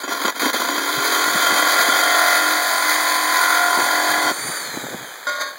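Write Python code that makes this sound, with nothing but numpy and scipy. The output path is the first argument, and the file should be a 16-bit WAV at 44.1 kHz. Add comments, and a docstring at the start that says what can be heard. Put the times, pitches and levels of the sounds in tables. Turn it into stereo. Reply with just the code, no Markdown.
"""Reciprocating saw cutting a steel bumper

A motor speeds up; its blade catches, then cuts the end off a steel bumper, chattering on every stroke.
The blade breaks through, the motor runs free and coasts down while its cooling air buffets the microphones,
and the cut-off piece clangs on the floor. Noise and clicks excite resonances; tones follow the motor speed.
Two close microphones are combined into a wide stereo pair."""
import sys
import numpy as np
from scipy import signal
from scipy.fft import rfft, irfft, next_fast_len
from scipy.io import wavfile
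from scipy.ndimage import uniform_filter1d

SR = 44100
rng = np.random.default_rng(int(sys.argv[2]) if len(sys.argv) > 2 else 0)


def output_pcm(signal):
    """Save a mono or channel-first signal as 16-bit PCM at the path in sys.argv[1].

    Samples are clipped to [-1, 1] before scaling.
    """
    pcm = np.clip(np.atleast_2d(signal).T, -1, 1) * 32767
    wavfile.write(sys.argv[1], SR, np.round(pcm).astype(np.int16))


N = 246078
TIME = np.arange(N) / SR
# Levels in the tables are relative: later gains set the final loudness.


def from_db(db):
    """Logarithmic level: decibels to amplitude gain."""
    return 10 ** (np.asarray(db) / 20)


def rms_one(x):
    """Normalisation: scale to unit root mean square."""
    return x / np.sqrt(np.mean(x ** 2) + 1e-20)


def level(x):
    """Gain control: hold the running rms near 1 over about two full-speed strokes."""
    return x / np.sqrt(np.abs(uniform_filter1d(x * x, SR // 22)) + 1e-9)


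def in_time(rows):
    """Linear interpolation: each column of a curve, at every sample."""
    s, *columns = np.transpose(rows)
    return [np.interp(TIME, s, c) for c in columns]


def butter(x, hz, kind, order=2):
    """Causal Butterworth filtering."""
    return signal.sosfilt(signal.butter(order, hz, kind, fs=SR, output="sos"), x + 1e-18)


def colour(x, spectrum):
    """Spectral shaping: weight each frequency by a smooth curve on a logarithmic axis."""
    size = next_fast_len(N + 4096)
    hz, db = np.transpose(spectrum)
    bins = np.fft.rfftfreq(size, 1 / SR) + 1
    gain = from_db(np.interp(np.log(bins), np.log(hz), db))
    return irfft(rfft(x, size) * gain, size)[..., :N]


def drift(rate):
    """Slow random modulation of rms 1, changing about rate times a second."""
    knots = rng.standard_normal(4096)
    return rms_one(np.interp(TIME * rate, np.arange(len(knots)), knots))


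def resonance(x, hz, width):
    """Damped oscillator: a two-pole resonance with gain 1 at its top."""
    r = np.exp(-np.pi * width / SR)
    poles = [1, -2 * r * np.cos(2 * np.pi * hz / SR), r * r]
    return signal.lfilter(np.array([1, 0, -1]) * (1 - r * r) / 2, poles, x + 1e-18)


def bursts(events, t60):
    """Exponential decay: an envelope that jumps at each (start_s, level_db) and dies away."""
    return sum((TIME >= s) * from_db(db - 60 * np.abs(TIME - s) / t60) for s, db, *_ in events)


def knocks(turns, contacts, loose, scatter_db, slip):
    """Periodic impacts with jitter: looseness scatters the moment and strength of each click."""
    out = np.zeros(N)
    for share, db in contacts:
        early, force = rng.standard_normal((2, 300))
        cycle = np.arange(len(early)) + share
        play = np.interp(cycle, turns, loose)
        at = np.searchsorted(turns, cycle + slip * play * early)
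        heard = at < N
        out[at[heard]] += from_db(db + scatter_db * play * force)[heard]
    return rms_one(out)


def smear(clicks, seconds):
    """Relaxation: each click becomes a decaying swell of the given time constant; mean 1."""
    swell = signal.lfilter([1], [1, -np.exp(-1 / (seconds * SR))], np.abs(clicks) + 1e-18)
    return swell / swell.mean()


def at_microphones(x, apart_hz=750, scatter_db=-1, nearer_db=2.0):
    """Diffuse reflection: echoes off the car body differ between microphones, except in the bass."""
    size, scatter_s = 2048, 0.0066
    echoes = rfft(rng.standard_normal(size) * np.exp(-TIME[:size] / scatter_s))
    # keep only the phase, so that the echoes favour no pitch
    even = np.roll(irfft(echoes / np.abs(echoes)), SR // 1000)[:size // 2]
    apart = from_db(scatter_db) * butter(signal.fftconvolve(x, even)[:N], apart_hz, "high", order=1)
    return x * from_db([[nearer_db], [-nearer_db]]) + np.array([apart, -apart])


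# Spectrum of turbulent pressure on the microphones: pitch_hz, level_db
TURBULENCE_SPECTRUM = [(20, 4.5), (60, -7), (120, -2.5), (220, -6.5), (400, -16), (800, -26), (3000, -68)]
# Strong gusts of cooling air: centre_s, level_db, half_length_s
AIR_GUSTS = [(0.98, -27, 0.02), (1.33, -27.5, 0.06), (1.52, -28, 0.035), (3.81, -32, 0.05),
             (4.19, -34, 0.14), (4.465, -25, 0.06), (4.85, -29, 0.2)]


def draught(speed, draught_db=0, eddy_db=-52, eddy_swing_db=6, deep_db=-3, rumble_db=-59):
    """Turbulence: lumpy noise, independent at each microphone; only strong gusts bring much deep bass."""
    gust = sum(from_db(db) * np.exp(-((TIME - s) / width) ** 4) for s, db, width in AIR_GUSTS)
    stray = speed ** 2 * from_db(eddy_db + eddy_swing_db * drift(10))
    eddies = rms_one(colour(rng.standard_normal((2, N)), TURBULENCE_SPECTRUM))
    light = butter(eddies, 110, "high", order=3)
    deep = butter(eddies, [55, 110], "band", order=3)
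    reach = from_db(deep_db) * np.minimum(gust / .05, 1)
    flutter = from_db(draught_db + 4.3 * drift(70))
    return flutter * (gust + stray) * (light + reach * deep) + from_db(rumble_db) * eddies


# The piece lands and bounces: start_s, level_db, flatness (0 on an edge, 1 flat)
LANDINGS = [(5.269, -24.5, 0), (5.348, -36, .6), (5.399, -29, 1)]
# Modes of the piece: pitch_hz, edge_level_db, flat_level_db, t60_s
PIECE_MODES = [(281, -15, -15, .5), (523, -17, -16, .6), (575, -16, -18, .5), (593, -6, -9, .8),
               (1094, -7, -4, .9), (1158, -15, -15, .6), (1432, 1, -12, .6), (1623, -15, -5, .9),
               (1836, -13, -9, .8), (1970, -14, -16, .8), (2147, -11, -10, .6), (3203, -14, -22, .7),
               (3461, -19, -14, .7), (3698, -20, -13, .8), (3732, -20, -16, .8), (3780, -16, -18, .7),
               (4226, -22, -15, .8), (4418, -20, -11, .6), (4544, -22, -14, .7), (4732, -14, -12, .6),
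               (5170, -15, -18, .4), (5970, -15, -13, .35), (6405, -21, -9, .5), (7251, -15, -20, .28),
               (9700, -24, -21, .27)]
# Spectrum of rough contact, on the floor and in the gears: pitch_hz, level_db
ROUGH_SPECTRUM = [(60, -59), (150, -13), (500, 1), (1000, -4), (1800, -14), (2600, 1), (4000, -10),
                  (8000, -17.5), (16000, -15)]
SETTLES_S, SETTLE_DB_PER_S = 5.49, 108


def falling_piece(crack_db=-13, scuff_db=-11, buzz_db=-6, taps_per_s=260):
    """Modal ringing: each landing adds energy; tiny floor taps buzz until the piece settles and is damped."""
    out = np.zeros(N)
    t = TIME[TIME >= LANDINGS[0][0]]
    for hz, edge_db, flat_db, t60 in PIECE_MODES:
        rings = []
        for s, db, flat in LANDINGS:
            struck_db = db + edge_db + flat * (flat_db - edge_db)
            rings.append((t >= s) * from_db(struck_db - 60 * (t - s) / t60))
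        # energies add, so amplitudes combine as a root of squares
        out[-len(t):] += np.linalg.norm(rings, axis=0) * np.sin(2 * np.pi * (hz * t + rng.random()))
    taps = (rng.random(N) < taps_per_s / SR) * rng.choice([-1, 1], N)
    buzz = rms_one(sum(from_db((edge_db + flat_db) / 2) * resonance(taps, hz, 70)
                       for hz, edge_db, flat_db, _ in PIECE_MODES))
    grit = rms_one(colour(smear(taps, seconds=.005) * rng.standard_normal(N), ROUGH_SPECTRUM))
    out += from_db(crack_db) * bursts(LANDINGS, t60=0.022) * grit
    skitter = bursts(LANDINGS, t60=0.51) - bursts(LANDINGS, t60=0.055)
    out += skitter * (from_db(scuff_db) * grit + from_db(buzz_db) * buzz)
    return out * from_db(-SETTLE_DB_PER_S * np.maximum(TIME - SETTLES_S, 0))


# Dull knocks, as the saw jolts in the cut and is then pulled away: start_s, level_db, pitch_hz
JOLT_KNOCKS = [(1.277, -15, 330), (1.359, -14, 300), (1.794, -19, 290), (1.886, -16, 300),
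               (3.774, -14, 270), (4.313, -13, 320), (4.772, -11.5, 300), (4.838, -19, 260),
               (4.867, -20, 620), (4.885, -22, 460), (4.937, -24, 510), (4.944, -16, 215),
               (5.007, -28, 312)]


def thumps(grit_db=-16):
    """Heavily damped oscillation: each knock is a few cycles with a brief scuff."""
    out = np.zeros(N)
    scuff = rms_one(butter(rng.standard_normal(N), [300, 800], "band", order=3))
    cycles = 7  # until 60 dB down
    for s, db, hz in JOLT_KNOCKS:
        age = np.maximum(TIME - s, 0)
        knock = np.sin(2 * np.pi * hz * age) + from_db(grit_db) * scuff
        out += bursts([(s, db)], t60=cycles / hz) * knock
    return butter(out, [110, 1100], "band")


# Motor speed, as the pitch of its fan: trigger half pressed, at full speed in the cut, running free
START_HZ, CUTTING_HZ, FREE_HZ = 2300, 4532, 4660
# The trigger is squeezed around SQUEEZE_S; the blade breaks through; the trigger is let go
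SQUEEZE_S, THROUGH_S, LET_GO_S = 0.75, 4.306, 4.57
# Time constants: speeding up, being pinched by the sagging piece, racing free, coasting
SPIN_UP_S, PINCH_S, RACE_S, COAST_S = 0.18, 0.3, 0.13, 1.32
PINCH_HZ, WAVER_HZ = 95, 10
FAN_CYCLES_PER_STROKE = 102.1


def fan_pitch():
    """Rotor inertia: speed up, be pinched as the cut closes, race once free, then coast down."""
    driven = START_HZ + (CUTTING_HZ - START_HZ) / (1 + np.exp((SQUEEZE_S - TIME) / SPIN_UP_S))
    pinch = PINCH_HZ * np.exp(np.minimum(TIME - THROUGH_S, 0) / PINCH_S)
    loaded = driven - pinch + WAVER_HZ * drift(5)
    freed = 1 - np.exp(-np.clip(TIME - THROUGH_S, 0, LET_GO_S - THROUGH_S) / RACE_S)
    return (loaded + freed * (FREE_HZ - loaded)) * np.exp(-np.maximum(TIME - LET_GO_S, 0) / COAST_S)


def gear_drone(fan_hz, turns):
    """Harmonic tones: gears loaded by speeding up drone on a few multiples of the stroke rate."""
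    drone_db = -34
    speed = fan_hz / CUTTING_HZ
    pull = np.clip(1 - speed, 0, 1) ** .7 * speed ** 6 * np.clip((1.4 - TIME) / .15, 0, 1)
    tones = 0
    for k in range(9, 12):
        phase = 2 * np.pi * (k * turns + rng.random()) + .3 * drift(20)
        tones = tones + from_db(3 * drift(14)) * np.sin(phase)
    return from_db(drone_db) * pull / pull.max() * rms_one(tones)


# Resonances of the motor's vents: pitch_hz, width_hz, level_db
VENT_MODES = [(4560, 350, -2), (3950, 400, -3), (3100, 200, -1), (6400, 700, -10), (9150, 400, 0)]


def whine(turns, speed, whine_db=-35.0):
    """Source and filter: fluttering fan overtones stand out where they meet vent resonances."""
    phase = 2 * np.pi * FAN_CYCLES_PER_STROKE * turns + .4 * drift(130)
    overtones = [(1, 0), (2, 0), (3, -9)]  # multiple, level_db
    tones = sum(from_db(db + 2 * drift(60)) * np.sin(k * phase) for k, db in overtones)
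    # alternate the polarity from one table row to the next
    vents = sum((-1) ** k * from_db(db) * resonance(tones, hz, width)
                for k, (hz, width, db) in enumerate(VENT_MODES))
    return from_db(whine_db) * speed ** 2 * vents


# Spectrum of the fan rush: pitch_hz, level_db
FAN_RUSH_SPECTRUM = [(60, -55), (140, -15), (300, 11.5), (800, 4.5), (1700, 8.5), (2500, 9.5), (4000, -1),
                     (7000, 5), (10000, -1.5), (16000, -7.5)]
# Crank knocks: two strong ones per stroke, half a cycle apart, each followed by a lighter one:
# share_of_cycle, level_db
CRANK_KNOCKS = [(.1, 0), (.35, -4), (.6, -1), (.85, -5)]
CASE_HZ, CASE_WIDTH_HZ = 1644, 460


def motor(fan_hz, turns, air_db=-28.5, air_power=3.5, gears_db=-38, case_db=-42):
    """Flow noise grows as a power of speed; gears whirr and crank impacts ring the gear case."""
    speed = fan_hz / fan_hz.max()
    rush = rms_one(colour(rng.standard_normal((2, N)), FAN_RUSH_SPECTRUM))
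    air = from_db(air_db + drift(150)) * speed ** air_power * rush
    impacts = knocks(turns, CRANK_KNOCKS, np.ones(N), scatter_db=1, slip=.012)
    whirr = smear(impacts, seconds=.02) * rng.standard_normal(N)
    rattle = smear(impacts, seconds=.005) * rng.standard_normal(N)
    gears = from_db(gears_db) * rms_one(colour(whirr, ROUGH_SPECTRUM))
    case = from_db(case_db) * rms_one(resonance(rattle, CASE_HZ, CASE_WIDTH_HZ))
    return air + at_microphones(gears + case) + at_microphones(whine(turns, speed))


def disperse(x, delay_s=.004):
    """Dispersion: bending waves cross sheet steel faster the higher they are; the delay is that at 1 kHz."""
    size = next_fast_len(N + 4096)
    hz = np.fft.rfftfreq(size, 1 / SR)
    return irfft(rfft(x, size) * np.exp(-4j * np.pi * delay_s * np.sqrt(1000 * hz)), size)[:N]


# Strong bumper resonances: pitch_hz, width_hz, level_db
BUMPER_MODES = [(289, 51, 4.5), (500, 130, -13), (694, 9.1, -1), (1029, 62, -1), (1398.7, 29.5, 2),
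                (1963, 8.4, -0.5), (1636, 6.3, -0.5), (1097, 31, -5.5), (2010, 17, -5), (2560, 14, 6.5),
                (3193, 14.2, 6), (3458, 4.3, 4), (4630, 23, -4), (5800, 8.5, 4), (6795, 26, -6.5)]
# Response of the dense, damped modes of the sheet: pitch_hz, level_db
PANEL_RESPONSE = [(60, -48), (150, -68), (250, -13.5), (500, 1.5), (850, -2.5), (1200, -10), (2000, -49),
                  (2800, 15), (4000, -65), (8000, -39), (16000, -51)]


def bumper(force, panel_db=-9, gap_hz=1275, gap_width_hz=90, gap_depth=0.79):
    """Modal superposition: strong resonances stand over the dense, damped modes of the sheet steel."""
    rings = sum(from_db(db) * resonance(force, hz, width) for hz, width, db in BUMPER_MODES)
    steel = rings + from_db(panel_db) * colour(force, PANEL_RESPONSE)
    # a dip in level around 1275 Hz, between two strong resonances
    return steel - gap_depth * resonance(steel, gap_hz, gap_width_hz)


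# Steady shaking of the bumper: multiple_of_stroke_rate, level_db
SHAKE_HARMONICS = [(7, 7), (12, -11), (14, -10), (15, -5), (16, 1), (18, -9), (20, -11), (21, -10),
                   (22, -10), (23, 2), (24, -10), (31, -5), (32, 0), (33, -7), (34, -10), (37, -4),
                   (38, -8), (40, -5), (41, -10), (42, -8), (44, -5), (45, -7), (46, -6), (47, -8),
                   (48, -7)]


def shake(struck, turns, waver_db=4):
    """Forced vibration: stroke-rate harmonics, in step with the hammering that feeds them, waver a little."""
    out, wander = 0, .3  # phase wander in radians
    for k, db in SHAKE_HARMONICS:
        phase = 2 * np.pi * k * turns
        lead = np.angle(struck[::4] @ np.exp(-1j * phase[::4]))
        out = out + from_db(db + waver_db * drift(7.7)) * np.cos(phase + lead + wander * drift(16))
    return rms_one(out)


# The blade passes nodes and antinodes of the main resonances:
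# pitch_hz, mean_db, swing_db, antinode_depth, antinode_spacing (depths as shares of the slot)
ANTINODES = [(359, -4.5, 8, 0.0033, 1.22), (644, 2, 3, 0.46, 0.58), (986, -1, 4.5, 0.83, 0.8),
             (1440, 2, 1, 0.2, 1.9), (2010, 0, 7.5, 0.75, 3)]
# The slot deepens faster as less steel is left: depth 0-1 = (share of the cutting time) ** DEEPENING
DEEPENING = 1.03


def slot_depth(x, width_hz=206):
    """Mode shapes: as the slot deepens, the place of contact favours one resonance after another."""
    depth = np.minimum(TIME / THROUGH_S, 1) ** DEEPENING
    out = x
    for hz, mean_db, swing_db, antinode, spacing in ANTINODES:
        gain = from_db(mean_db + swing_db * np.cos(2 * np.pi * (depth - antinode) / spacing))
        out = out + (gain - 1) * resonance(x, hz, width_hz)
    return out


# The blade bears on one resonance and makes it sing, or damps it: start_s, end_s, pitch_hz, level_db
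# (a row that ends well before it starts stays silent)
SUNG_MODES = [(1.0, 0.98, 1540, 2.5), (1.2, 1.2, 720, 0), (1, 2.3, 1130, 1.5), (2, 1.3, 1470, 6.5),
              (1.886, 2.224, 1380, 2.5), (2.233, 2.3, 1350, -3), (2.21, 3.5, 670, 3), (2.4, 2.6, 336, 4.5),
              (2.92, 3.29, 1430, -5.5), (2.955, 3, 990, 2.5), (2.3, 3.718, 1540, -2),
              (3.72, 4.298, 830, 5.5), (3.5, 4.314, 690, 4.5), (3.4, 3.84, 1420, 4),
              (3.84, 4.19, 1650, 8.5), (4.2, 4.31, 1540, 7), (5.1, 4.31, 1960, 3)]


def singing(x, turns, width_hz=130, fade_s=0.013):
    """Selective resonance: a favoured mode swells and throbs once a stroke; a damped one recedes."""
    throb = 1 + .7 * np.cos(2 * np.pi * (turns - .15))
    out = x
    for start, end, hz, db in SUNG_MODES:
        held = np.clip(np.minimum(TIME - start, end - TIME) / fade_s + .5, 0, 1)
        pulse = throb if db > 0 else 1
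        out = out + (from_db(db) - 1) * held * pulse * resonance(x, hz, width_hz)
    return out


def chatter(hits, pressure, turns, loose, shake_db=-.5, lowest_hz=200):
    """Impact and friction ring the bumper; a firmly seated blade also forces clean stroke multiples."""
    scrape = (.1 + .35 * loose) * pressure * rng.standard_normal(N)
    struck = level(bumper(disperse(hits) + scrape))
    steady = from_db(shake_db) * (1 - loose) ** 2 * shake(struck, turns)
    ringing = level(butter(struck + steady, lowest_hz, "high", order=4))
    return singing(slot_depth(ringing), turns)


# Spectrum of the tearing teeth: pitch_hz, level_db
TEETH_SPECTRUM = [(100, -60), (300, -5.5), (1500, 7), (2600, 9), (3400, 3), (4050, 1.5), (4600, 5),
                  (5600, 2), (6900, -1), (7700, -9), (10000, -1.5), (12500, -4), (14300, -10.5),
                  (15800, 1.5)]


def tooth_rasp(pressure, turns, stroke_depth=0.13, chips_per_s=520, chip_share=0.54, gated=0.045,
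               surge_db=1.1):
    """Modulated noise: each chip is a tiny burst; teeth run fastest twice a cycle and bite harder on the pull."""
    sweep = 1 + stroke_depth * (np.cos(4 * np.pi * turns) + np.cos(2 * np.pi * turns))
    chips = smear((rng.random(N) < chips_per_s / SR) * rng.uniform(0.36, 1, N), seconds=0.015)
    tearing = 1 - chip_share + chip_share * chips
    pressing = 1 - gated + gated * pressure
    bite = from_db(surge_db * drift(24.37)) * sweep * tearing * pressing
    return rms_one(colour(rng.standard_normal((2, N)) * bite, TEETH_SPECTRUM)) * from_db([[1], [-1]])


CATCH_ATTACK_S, RELEASE_DB_PER_S = 0.00079, 639


def touching(start, end):
    """Contact envelope: attack, hold and release between blade and steel."""
    attack = np.clip((TIME - start) / CATCH_ATTACK_S, 0, 1)
    return attack * from_db(-RELEASE_DB_PER_S * np.maximum(TIME - end, 0))


# The blade skips and catches before it has a slot: start_s, length_s, chatter_db, rasp_db
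EARLY_CATCHES = [(0.0, 0.013, -30, -25.5), (0.042, 0.021, -31, -34), (0.089, 0.12, -25, -26.5),
                 (0.215, 0.021, -19.5, -22.5), (0.247, 0.052, -17, -24), (0.35, 0.032, -26, -28.5),
                 (0.394, 0.015, -22.5, -21.5), (0.416, 0.086, -18.5, -22.5), (0.53, 0.056, -24.5, -23),
                 (0.595, 0.062, -19, -22)]
# How hard the seated blade is fed into the steel: time_s, chatter_db, rasp_db
FEED_PRESSURE = [(0.69, -17.5, -22.5), (0.79, -22, -21.5), (1.2, -16.5, -18.5), (1.31, -20, -20),
                 (1.47, -14.5, -18), (2.37, -16.5, -17.5), (2.64, -21, -20), (3.09, -19, -19.5),
                 (4.22, -20, -21), (4.29, -17.5, -24)]
SEATED_S = 0.671


def engagement(seated_chatter_db=1.5, seated_rasp_db=-0.68):
    """Contact force sets chatter and rasp: a few short catches, then one long cut until through."""
    chatter_db, rasp_db = in_time(FEED_PRESSURE)
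    seated = from_db([chatter_db + seated_chatter_db, rasp_db + seated_rasp_db])
    seated = seated * touching(SEATED_S, THROUGH_S)
    catches = [from_db([[hammer_db], [tooth_db]]) * touching(s, s + length)
               for s, length, hammer_db, tooth_db in EARLY_CATCHES]
    return np.max([seated, *catches], axis=0)


# How loosely the blade bounces in the slot: time_s, looseness (0-1)
BLADE_LOOSENESS = [(0.8, 0.95), (1.3, 0.62), (1.85, 0.6), (2.05, 0.3), (2.25, 0.15), (3.65, 0.15),
                   (3.8, 0.6), (4.0, 0.33), (4.3, 0.45)]
# Blade contacts within one stroke: share_of_cycle, level_db
BLADE_CONTACTS = [(0.021, 5), (.135, 0.5), (.255, 1.5), (0.377, 1), (0.5, 5), (0.601, 5), (0.719, 2.5),
                  (0.863, -6)]
# The blade snags and kicks the bumper: start_s, level_db
BLADE_SNAGS = [(0.034, -15.5), (0.078, -14), (0.12, -15), (0.252, -9), (0.428, -12), (0.457, -9),
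               (0.541, -9), (0.6, -15), (0.779, -13), (3.786, -13)]


def cutting(turns, chatter_db=-6.0, rasp_db=-1, snag_db=8.0, thud_db=-12):
    """Repeated impact: the blade hammers the slot, hardest in mid-sweep; a snag adds a kick and a dull thud."""
    hammering, tearing = engagement()
    loose = in_time(BLADE_LOOSENESS)[0]
    hits = knocks(turns, BLADE_CONTACTS, loose, scatter_db=4.5, slip=.008)
    pressure = smear(hits, seconds=.0022)
    sweep_db = 1.3 * np.cos(4 * np.pi * turns) + 1.1 * np.cos(2 * np.pi * turns)
    body = hammering * from_db(chatter_db + sweep_db) * chatter(hits, pressure, turns, loose)
    jolts = bursts(BLADE_SNAGS, t60=.06) * rng.standard_normal(N)
    dull = rms_one(butter(rng.standard_normal(N), [220, 420], "band", order=3))
    thuds = bursts(BLADE_SNAGS, t60=.12) * dull
    kicks = from_db(snag_db) * bumper(jolts) + from_db(thud_db) * thuds
    kicks = butter(kicks, 180, "high", order=3)
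    rasp = tearing * from_db(rasp_db) * tooth_rasp(pressure, turns)
    return at_microphones(body + kicks) + rasp


def scene():
    """Common drive: one motor speed sets the stroke, the cut and the fan."""
    fan_hz = fan_pitch()
    turns = np.cumsum(fan_hz) / SR / FAN_CYCLES_PER_STROKE  # strokes completed
    background = draught(fan_hz / FREE_HZ) + at_microphones(gear_drone(fan_hz, turns) + falling_piece())
    saw = at_microphones(thumps(), nearer_db=5) + motor(fan_hz, turns) + cutting(turns)
    return background + saw


PAIR_LAG = 16  # samples
CUTOFF_HZ = 15800


def pair_nulls(x, null_width_hz=400, widening=0.018):
    """Destructive interference: the pair is deaf where its delay is a whole number of cycles."""
    for hz in SR / PAIR_LAG * np.arange(1, 6):
        half = (null_width_hz + widening * hz) / 2
        x = butter(x, [hz - half, hz + half], "bandstop", order=3)
    return x


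def record(dry):
    """Pressure-gradient pair: each channel is one microphone minus the delayed other; the top is cut."""
    delayed_other = np.pad(dry[::-1], ((0, 0), (PAIR_LAG, 0)))[:, :N]
    wide = pair_nulls(dry - delayed_other)
    low_pass = signal.ellip(12, .1, 90, CUTOFF_HZ, fs=SR, output="sos")
    return signal.sosfilt(low_pass, np.clip(wide, -.9, .9))


dry = scene()
out = record(dry)
output_pcm(out)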